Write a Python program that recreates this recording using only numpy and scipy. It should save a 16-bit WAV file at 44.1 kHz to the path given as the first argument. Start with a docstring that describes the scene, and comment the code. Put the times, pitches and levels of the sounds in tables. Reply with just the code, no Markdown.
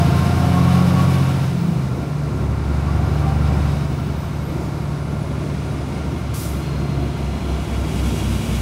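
"""Inside the cab of a six-cylinder diesel truck that pulls hard, shifts up at 1.5 s, pulls again and slows.
Sines locked to the engine cycle make the boom, the air compressor that beats against it, and the gear whine.
Clatter is noise, partly repeated in every cycle; the turbo is a gliding noise band that sinks after each pull.
Filtered noise gives road, tyres, intake, one strong blow-off among weaker puffs, and rushing air that swells
at the end."""
import sys
import numpy as np
from scipy import signal
from scipy.fft import rfft, irfft
from scipy.io import wavfile

SR = 44100
rng = np.random.default_rng(int(sys.argv[2]) if len(sys.argv) > 2 else 0)


def generate_wav(signal):
    """Clip the signal to [-1, 1] and save it as 16-bit WAV at the path in sys.argv[1]."""
    frames = np.transpose(np.atleast_2d(signal))
    scaled = np.clip(frames, -1, 1) * 32767
    pcm = np.round(scaled).astype(np.int16)
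    wavfile.write(sys.argv[1], SR, pcm)


N = 379701  # samples
T = np.arange(N) / SR  # time [s]
HZ = np.fft.rfftfreq(N, 1 / SR)  # frequency of each spectral bin [Hz]

# An order is a multiple of the four-stroke cycle (two revolutions); six cylinders fire in each cycle.
FIRING_ORDER = 6
COMPRESSOR_ORDER = 5.653
FULL_POWER_RPM = 1788
FIRING_COAST_DB, FIRING_PULL_DB = -36.8, -22  # before the lift of the cab modes
TURBO_IDLE_HZ, TURBO_COAST_S = 7700, 1.15  # pitch the run-down approaches, and its time constant
EDGE_HZ = 15740  # upper band limit

# Relative noise spectra: f/Hz, level/dB (per Hz)
# tyre and body rumble
ROAD_SPECTRUM = [(20, -28), (40, -13), (62, -8), (90, -8), (130, -1), (190, -2.5), (270, -5), (340, -4),
                 (470, -14), (650, -15.5), (950, -24), (2000, -50)]
# steady wash of the tyres heard through the glass
WASH_SPECTRUM = [(300, -24), (800, -6), (1200, 2.5), (1700, -9), (2300, -7), (2900, -10), (3800, -7),
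                 (4900, -9), (6200, -11), (7200, -14), (9000, -14), (11000, -19.5), (13000, -32),
                 (15700, -42)]
# rushing air
AIR_SPECTRUM = [(500, -3), (1400, -7.5), (2400, .5), (3200, 1), (4600, -7.5), (6300, -8), (7200, -10),
                (10000, -12), (12500, -18), (15700, -23)]
# intake hiss
INTAKE_SPECTRUM = [(500, -32), (1400, -1.5), (2400, -.5), (3200, 0.5), (4200, -1.5), (5100, -3.5),
                   (6300, -9), (7000, -11), (10000, -11), (12500, -15.5), (15700, -18.5)]
# puffs of the air system
PURGE_SPECTRUM = [(1500, -28), (3200, -6), (4500, -5), (6000, -2), (7500, -4), (10000, -1.5), (13000, -4),
                  (15700, -8)]
# combustion clatter
ROAR_SPECTRUM = [(40, -35), (90, 2), (180, 2), (320, 1), (460, -1), (700, -1), (900, -4.5), (1300, -6),
                 (1700, -13.5), (2400, -18.5), (5000, -38), (16000, -70)]

# Resonances of cab panels and engine covers: f/Hz, width/Hz, peak level/dB
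PANEL_MODES = [(259, 9.9, 1), (713, 56, 1.5), (1032, 160, 2.5), (1390, 56, 6.5), (1590, 120, 1.5),
               (1760, 47, 3.5), (1940, 140, 0.5), (2316, 240, 5), (2757, 54, 3.5), (3000, 100, 3.5),
               (3100, 150, -5), (5000, 200, 2), (6060, 300, 1), (8800, 400, 0.5)]
# Air resonances of the cab: f/Hz, width/Hz, peak level/dB
CAB_AIR_MODES = [(67, 12, 8.5), (97.5, 5.9, 3.5), (135.3, 12, 13.5), (158.8, 12, 7.5), (194.6, 11.6, 13),
                 (262.7, 8.5, 8.5)]

# Engine speed: t/s, speed/(revolutions per minute)
ENGINE_SPEED = [(0, 1680), (.5, 1748), (1.05, 1815), (1.5, 1763), (1.75, 1631), (2.05, 1480), (2.4, 1412),
                (3, 1444), (3.55, 1476), (3.9, 1452), (4.15, 1472), (4.45, 1448), (4.9, 1464), (5.6, 1449),
                (6.4, 1421), (7, 1398), (7.8, 1343), (8.61, 1288)]
# Driver's foot, full pull, lift for the shift, second pull, ease off: t/s, load/(0 to 1)
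ENGINE_LOAD = [(0, 1), (1.08, 0.9), (1.42, 0.48), (1.58, 0.08), (2.2, 0.02), (2.6, .33), (2.92, 0.63),
               (3.2, 0.57), (3.58, 0.78), (3.85, 0.29), (4.35, 0.05), (8.61, 0.11)]

# Swelling of the rushing air, before trim: t/s, level/dB
RUSH_LEVEL = [(0, -65), (4.5, -70), (5.4, -51), (6.15, -48.5), (7.1, -46.5), (7.8, -42), (8.05, -39),
              (8.61, -39)]
# Air-system puffs: start t/s, level/dB, hold t/s, decay time by 60 dB t/s
AIR_PUFFS = [(6.16, -53, 0.041, .2), (6.335, -34.5, 0.095, 0.72), (7.161, -53, .03, .2),
             (7.6, -58, .05, .2)]
# Whistle of the intake under full boost: t/s, f/Hz, level/dB
BOOST_WHISTLE = [(0, 11650, -56), (.8, 11540, -59), (1.15, 11300, -54), (1.35, 10790, -61),
                 (1.6, 9990, -72)]
# Whine of the driveline: t/s, f/Hz, level/dB
DRIVELINE_WHINE = [(3.9, 2172, -57), (5.5, 2158, -56), (6.5, 2114, -54), (7.4, 2047, -55.5),
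                   (7.8, 1999, -64)]
# Whistle of a leaking air valve: t/s, f/Hz, level/dB
VALVE_WHISTLE = [(6.5, 4232, -70), (6.65, 4230, -50), (7.1, 4140, -54), (7.55, 4110, -54), (7.7, 4090, -70)]
# Turbo spooling up in the second pull: t/s, f/Hz, level/dB
TURBO_SPOOL_UP = [(2.5, 11800, -68), (2.95, 12270, -66), (3.3, 15320, -63), (3.5, 16400, -66)]
# Turbo run-downs: start t/s, end t/s, f at the start/Hz, level at the start/dB, fade/(dB per s)
TURBO_RUN_DOWNS = [(1.45, 2.4, 17150, -52, 20), (3.8, 6.1, 16750, -56.5, 3)]
# Gear meshes, before trim: tooth-mesh order, start t/s, end t/s, level at mid-time/dB, swell/(dB per s)
GEAR_MESHES = [(24.75, -.1, .6, -37.5, 0), (31, -.1, .6, -38, 0), (49.5, -.1, .86, -31.5, 3),
               (49.7, .82, 1.36, -41, 0), (74.4, -.1, 1.31, -35.5, 3), (64, 2.75, 3.65, -42, 2),
               (96, 2.75, 3.4, -43, -5), (31, 6.6, 7.9, -41, 0), (60.5, 6.7, 7.9, -45, 0)]
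# Drone an octave above the firing rate: t/s, level/dB
DRONE_LEVEL = [(0.05, -18.5), (0.33, -28), (0.55, -18.5), (0.85, -16), (1.25, -27), (1.48, -27.5),
               (1.68, -18.5), (1.97, -36.5), (2.12, -25), (2.5, -28), (3.5, -20.5), (4.45, -31.5),
               (4.95, -26), (6.45, -32.5), (6.95, -23), (7.75, -40.5), (8.61, -29)]
# Lines that unequal cylinders add around the firing orders: order
UNEQUAL_ORDERS = [4, 5, 7, 8, 9, 10, 11, 13, 14, 15, 16, 17, 18, 19, 20, 21, 22, 23]
# One row for each unequal order, before trim and cab modes: level coasting/dB, level at full load/dB
UNEQUAL_LEVELS = [(-54, -47), (-50, -48), (-42.5, -36.5), (-52, -30.5), (-35.5, -31), (-40, -31.5),
                  (-53, -46), (-57, -46), (-43, -39), (-47, -39), (-58, -52), (-52, -43), (-52.5, -37),
                  (-55.5, -47), (-54.5, -45.5), (-56, -49), (-48, -54), (-58, -43)]


def gain_of(db):
    """Logarithmic law: 20 dB is a tenfold amplitude."""
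    return 10 ** (np.asarray(db) / 20)


def evened(x):
    """Normalisation: equal mean-square power, rms 1."""
    return x / np.sqrt(np.mean(x ** 2) + 1e-20)


def curves(rows):
    """Linear interpolation: each column of a table becomes a curve over time."""
    s, *columns = np.transpose(rows)
    return [np.interp(T, s, c) for c in columns]


def read(points, hz):
    """Logarithmic frequency scale: straight lines join the points of a spectrum."""
    f, value = np.transpose(points)
    return np.interp(np.log(hz + 1), np.log(f + 1), value)


def drift(rate_hz):
    """Low-passed random process: a smooth wander of rms 1, changing at up to about rate_hz."""
    slow_hz = np.fft.rfftfreq(2048, T[-1] / 2048)
    spectrum = rfft(rng.standard_normal(2048)) / (1 + (slow_hz / rate_hz) ** 4)
    wander = irfft(spectrum)
    return evened(np.interp(T, np.linspace(0, T[-1], len(wander)), wander))


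def peaks_db(resonances, hz):
    """Resonance: each mode shifts the level in dB by a bell-shaped peak around its centre."""
    return sum(peak / (1 + (2 * (hz - centre) / width) ** 2) for centre, width, peak in resonances)


def in_cab(x, spectrum, ripple_db=2.5, ripple_hz=45):
    """Linear filtering: source spectrum, panel resonances and the fine ripple of the cab's reflections."""
    db = read(spectrum, HZ) + peaks_db(PANEL_MODES, HZ)
    ripple = np.interp(HZ / ripple_hz, np.arange(1024), rng.standard_normal(1024))
    ripple_share = np.interp(HZ, [300, 1200, 5000, 9000], [0, 1, .9, .4])
    response = gain_of(db + ripple_db * ripple_share * ripple)
    return evened(irfft(rfft(x) * response, N))


def tone(turns):
    """Harmonic motion: a sine of rms 1 whose phase is given in turns."""
    return np.sqrt(2) * np.cos(2 * np.pi * turns)


def fuzzy(turns, width_hz):
    """Quadrature modulation: slow noise on a carrier makes a soft-skirted band around a moving pitch."""
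    keep = np.exp(-np.pi * width_hz / SR)
    slow = rng.standard_normal((2, N))
    for _ in range(3):
        slow = signal.lfilter([1 - keep], [1, -keep], slow)
    return evened(slow[0] * tone(turns) + slow[1] * tone(turns + 1 / 4))


def hiss(spectrum, db, bright_db, flutter_db=0.72, split_hz=6500):
    """Turbulent flow: fluttering broadband noise whose top brightens and dulls."""
    flow = in_cab(rng.standard_normal(N), spectrum)
    top = irfft(rfft(flow) * HZ ** 4 / (HZ ** 4 + split_hz ** 4), N)
    brightened = flow - top + gain_of(bright_db) * top
    return gain_of(db + flutter_db * drift(15)) * brightened


def tyres(level_db=-45, swell_db=0.84):
    """Stationary noise: an even wash independent of the engine, so it stays when that falls quiet."""
    return gain_of(level_db + swell_db * drift(2.4)) * in_cab(rng.standard_normal(N), WASH_SPECTRUM)


def road(level_db=-29.7, bumps_db=1.5, rise_db_per_s=.12):
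    """Random excitation: uneven asphalt makes tyre and body rumble swell, over a slow growth."""
    db = level_db + rise_db_per_s * T + bumps_db * drift(4.6)
    return gain_of(db) * in_cab(rng.standard_normal(N), ROAD_SPECTRUM)


def rush(trim_db=2.5, top_bright_db=5.5, bright_per_db=1.3,
         hum_hz=225, hum_width_hz=55, hum_db=-30.5, hum_per_db=2.0):
    """Flow noise: rushing air is brighter the harder it blows, with a low hum at its strongest."""
    db, = curves(RUSH_LEVEL)
    slack_db = db - db.max()  # 0 at the strongest flow, negative elsewhere
    hum = gain_of(hum_db + hum_per_db * slack_db) * fuzzy(hum_hz * T, hum_width_hz)
    return hum + hiss(AIR_SPECTRUM, db + trim_db, top_bright_db + bright_per_db * slack_db)


def intake(power, load, idle_db=-49.0, boost_db=14.6, lag_s=0.25,
           idle_bright_db=-4, boost_bright_db=5, lift_bright_db=5):
    """First-order lag: boost trails power, so the hiss is dull as it builds and bright when the foot lifts."""
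    keep = np.exp(-1 / (lag_s * SR))
    boost = power[0] + signal.lfilter([1 - keep], [1, -keep], power - power[0])
    bright_db = idle_bright_db + boost_bright_db * boost + lift_bright_db * (boost - load)
    return hiss(INTAKE_SPECTRUM, idle_db + boost_db * boost, bright_db)


def puffs(rise_s=.01):
    """Pressure release: a valve snaps open, blows briefly, and the noise decays exponentially."""
    blow = np.zeros(N)
    for start, db, hold, t60 in AIR_PUFFS:
        opening = np.clip((T - start) / rise_s, 0, 1)
        decay_db = 60 * np.maximum(T - start - hold, 0) / t60
        blow += gain_of(db - decay_db) * opening
    return blow * in_cab(rng.standard_normal(N), PURGE_SPECTRUM)


def whistle(rows, width_hz, flicker_db=1.2):
    """Narrow-band noise: a breathy, flickering whistle glides along its table."""
    hz, db = curves(rows)
    sounding = (T >= rows[0][0]) & (T <= rows[-1][0])
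    return sounding * gain_of(db + flicker_db * drift(11)) * fuzzy(np.cumsum(hz) / SR, width_hz)


def turbo(width_hz=1500, core_width_hz=380, core_db=1, skirt_fade_db_per_s=8, flicker_db=2.0, edge_s=0.15):
    """Exponential relaxation: after each pull the blade whistle sinks towards idle pitch, narrows and fades."""
    out = whistle(TURBO_SPOOL_UP, width_hz=1100)
    for start, end, top_hz, db, fade in TURBO_RUN_DOWNS:
        age = np.maximum(T - start, 0)
        hz = TURBO_IDLE_HZ + (top_hz - TURBO_IDLE_HZ) * np.exp(-age / TURBO_COAST_S)
        turns = np.cumsum(hz) / SR
        sounding = np.clip(np.minimum(age, end - T) / edge_s, 0, 1)
        # the wide band gives way to a narrow core
        skirt = gain_of(-skirt_fade_db_per_s * age)
        core = gain_of(core_db) * fuzzy(turns, core_width_hz)
        blades = skirt * fuzzy(turns, width_hz) + (1 - skirt) * core
        out += sounding * gain_of(db - fade * age + flicker_db * drift(11)) * blades
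    return out


def compressor(cycles, rpm, level_db=-28, fall_db_per_rpm=0.13, loud_rpm=1350, upper_db=-13):
    """Beats: geared just under the firing rate, it beats with the boom about four times a second."""
    turns = COMPRESSOR_ORDER * cycles
    db = level_db - fall_db_per_rpm * np.maximum(rpm - loud_rpm, 0)  # loudest at low speed
    upper = gain_of(upper_db) * tone(turns * 3 / 2)  # a fifth above
    return gain_of(db) * (tone(turns) + upper)


def gearbox(cycles, rough=0.73, width_hz=70, trim_db=-1.0, surge_db=3, surge_hz=7, engage_s=0.098):
    """Tooth-mesh excitation: loaded teeth whine in short surges; uneven teeth smear each line."""
    out = np.zeros(N)
    for order, start, end, db, swell in GEAR_MESHES:
        engaged = np.clip(np.minimum(T - start, end - T) / engage_s, 0, 1)
        swell_db = swell * (T - (start + end) / 2)
        level = gain_of(db + trim_db + swell_db + surge_db * drift(surge_hz))
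        whine = evened(tone(order * cycles) + rough * fuzzy(order * cycles, width_hz))
        out += engaged * level * whine
    return out


def roar(cycles, roar_db, repeat=0.46, pulsing=0.059, trim_db=0.5, renew_s=0.605):
    """Cyclic excitation: clatter partly repeats each engine cycle, slowly changing, and is partly fresh noise."""
    place = cycles % 1 * 1024  # position within the cycle's pattern
    repeating = np.zeros(N)
    for k, pattern in enumerate(rng.standard_normal((32, 1024))):
        # neighbouring patterns cross-fade at constant power
        near = abs(T / renew_s - k) < 1
        fade = np.cos(np.pi / 2 * (T[near] / renew_s - k))
        repeating[near] += fade * np.interp(place[near], np.arange(len(pattern)), pattern)
    # fresh noise pulses at the firing rate
    fresh = rng.standard_normal(N) * (1 + pulsing * tone(FIRING_ORDER * cycles))
    repeating_part = np.sqrt(repeat) * in_cab(repeating, ROAR_SPECTRUM)
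    fresh_part = np.sqrt(1 - repeat) * in_cab(fresh, ROAR_SPECTRUM)
    return gain_of(roar_db + trim_db) * (repeating_part + fresh_part)


def boom(cycles, rpm, load, waver_db=1.0, side_waver_db=2.6, side_db=0.8, saturation=1.6):
    """Forced resonance: firing and side orders follow load and swell as they cross the cab's air modes."""
    pull = 1 - np.clip(1 - load, 0, 1) ** saturation  # levels off near full load

    def level_db(order, coast_db, pull_db):
        """Superposed levels: the load's share plus the lift of the cab modes at the order's frequency."""
        return coast_db + (pull_db - coast_db) * pull + peaks_db(CAB_AIR_MODES, order * rpm / 120)

    firing_db = level_db(FIRING_ORDER, FIRING_COAST_DB, FIRING_PULL_DB) + waver_db * drift(2.5)
    firing = gain_of(firing_db) * tone(FIRING_ORDER * cycles)
    drone_db = curves(DRONE_LEVEL)[0] + waver_db * drift(4)
    drone = gain_of(drone_db) * tone(2 * FIRING_ORDER * cycles + 1 / 2)
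    sides = np.zeros(N)
    for order, levels in zip(UNEQUAL_ORDERS, UNEQUAL_LEVELS):
        db = level_db(order, *levels) + side_waver_db * drift(2.25)
        sides += gain_of(db) * tone(order * cycles + rng.random())
    return firing + drone + gain_of(side_db) * sides


def scene(roar_coast_db=-36.0, roar_power_db=10.0):
    """Superposition: engine speed and load drive the engine's sounds; road and air add their noise."""
    rpm, = curves(ENGINE_SPEED)
    load, = curves(ENGINE_LOAD)
    cycles = np.cumsum(rpm / 120) / SR  # two revolutions a cycle
    power = load * (rpm / FULL_POWER_RPM) ** 1.05

    background = tyres() + road() + rush() + intake(power, load) + puffs()
    whistles = turbo() + whistle(BOOST_WHISTLE, width_hz=650)
    whistles += whistle(DRIVELINE_WHINE, width_hz=55) + whistle(VALVE_WHISTLE, width_hz=130)
    engine = compressor(cycles, rpm) + gearbox(cycles)
    engine += roar(cycles, roar_coast_db + roar_power_db * power) + boom(cycles, rpm, load)
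    return (background + whistles + engine)[None]


def record(dry):
    """Band limitation: a linear-phase low-pass removes what lies above the band edge."""
    low_pass = signal.firwin(1023, EDGE_HZ, window=("kaiser", 9), fs=SR)
    return signal.oaconvolve(dry, low_pass[None], "same")


dry = scene()
out = record(dry)
generate_wav(out)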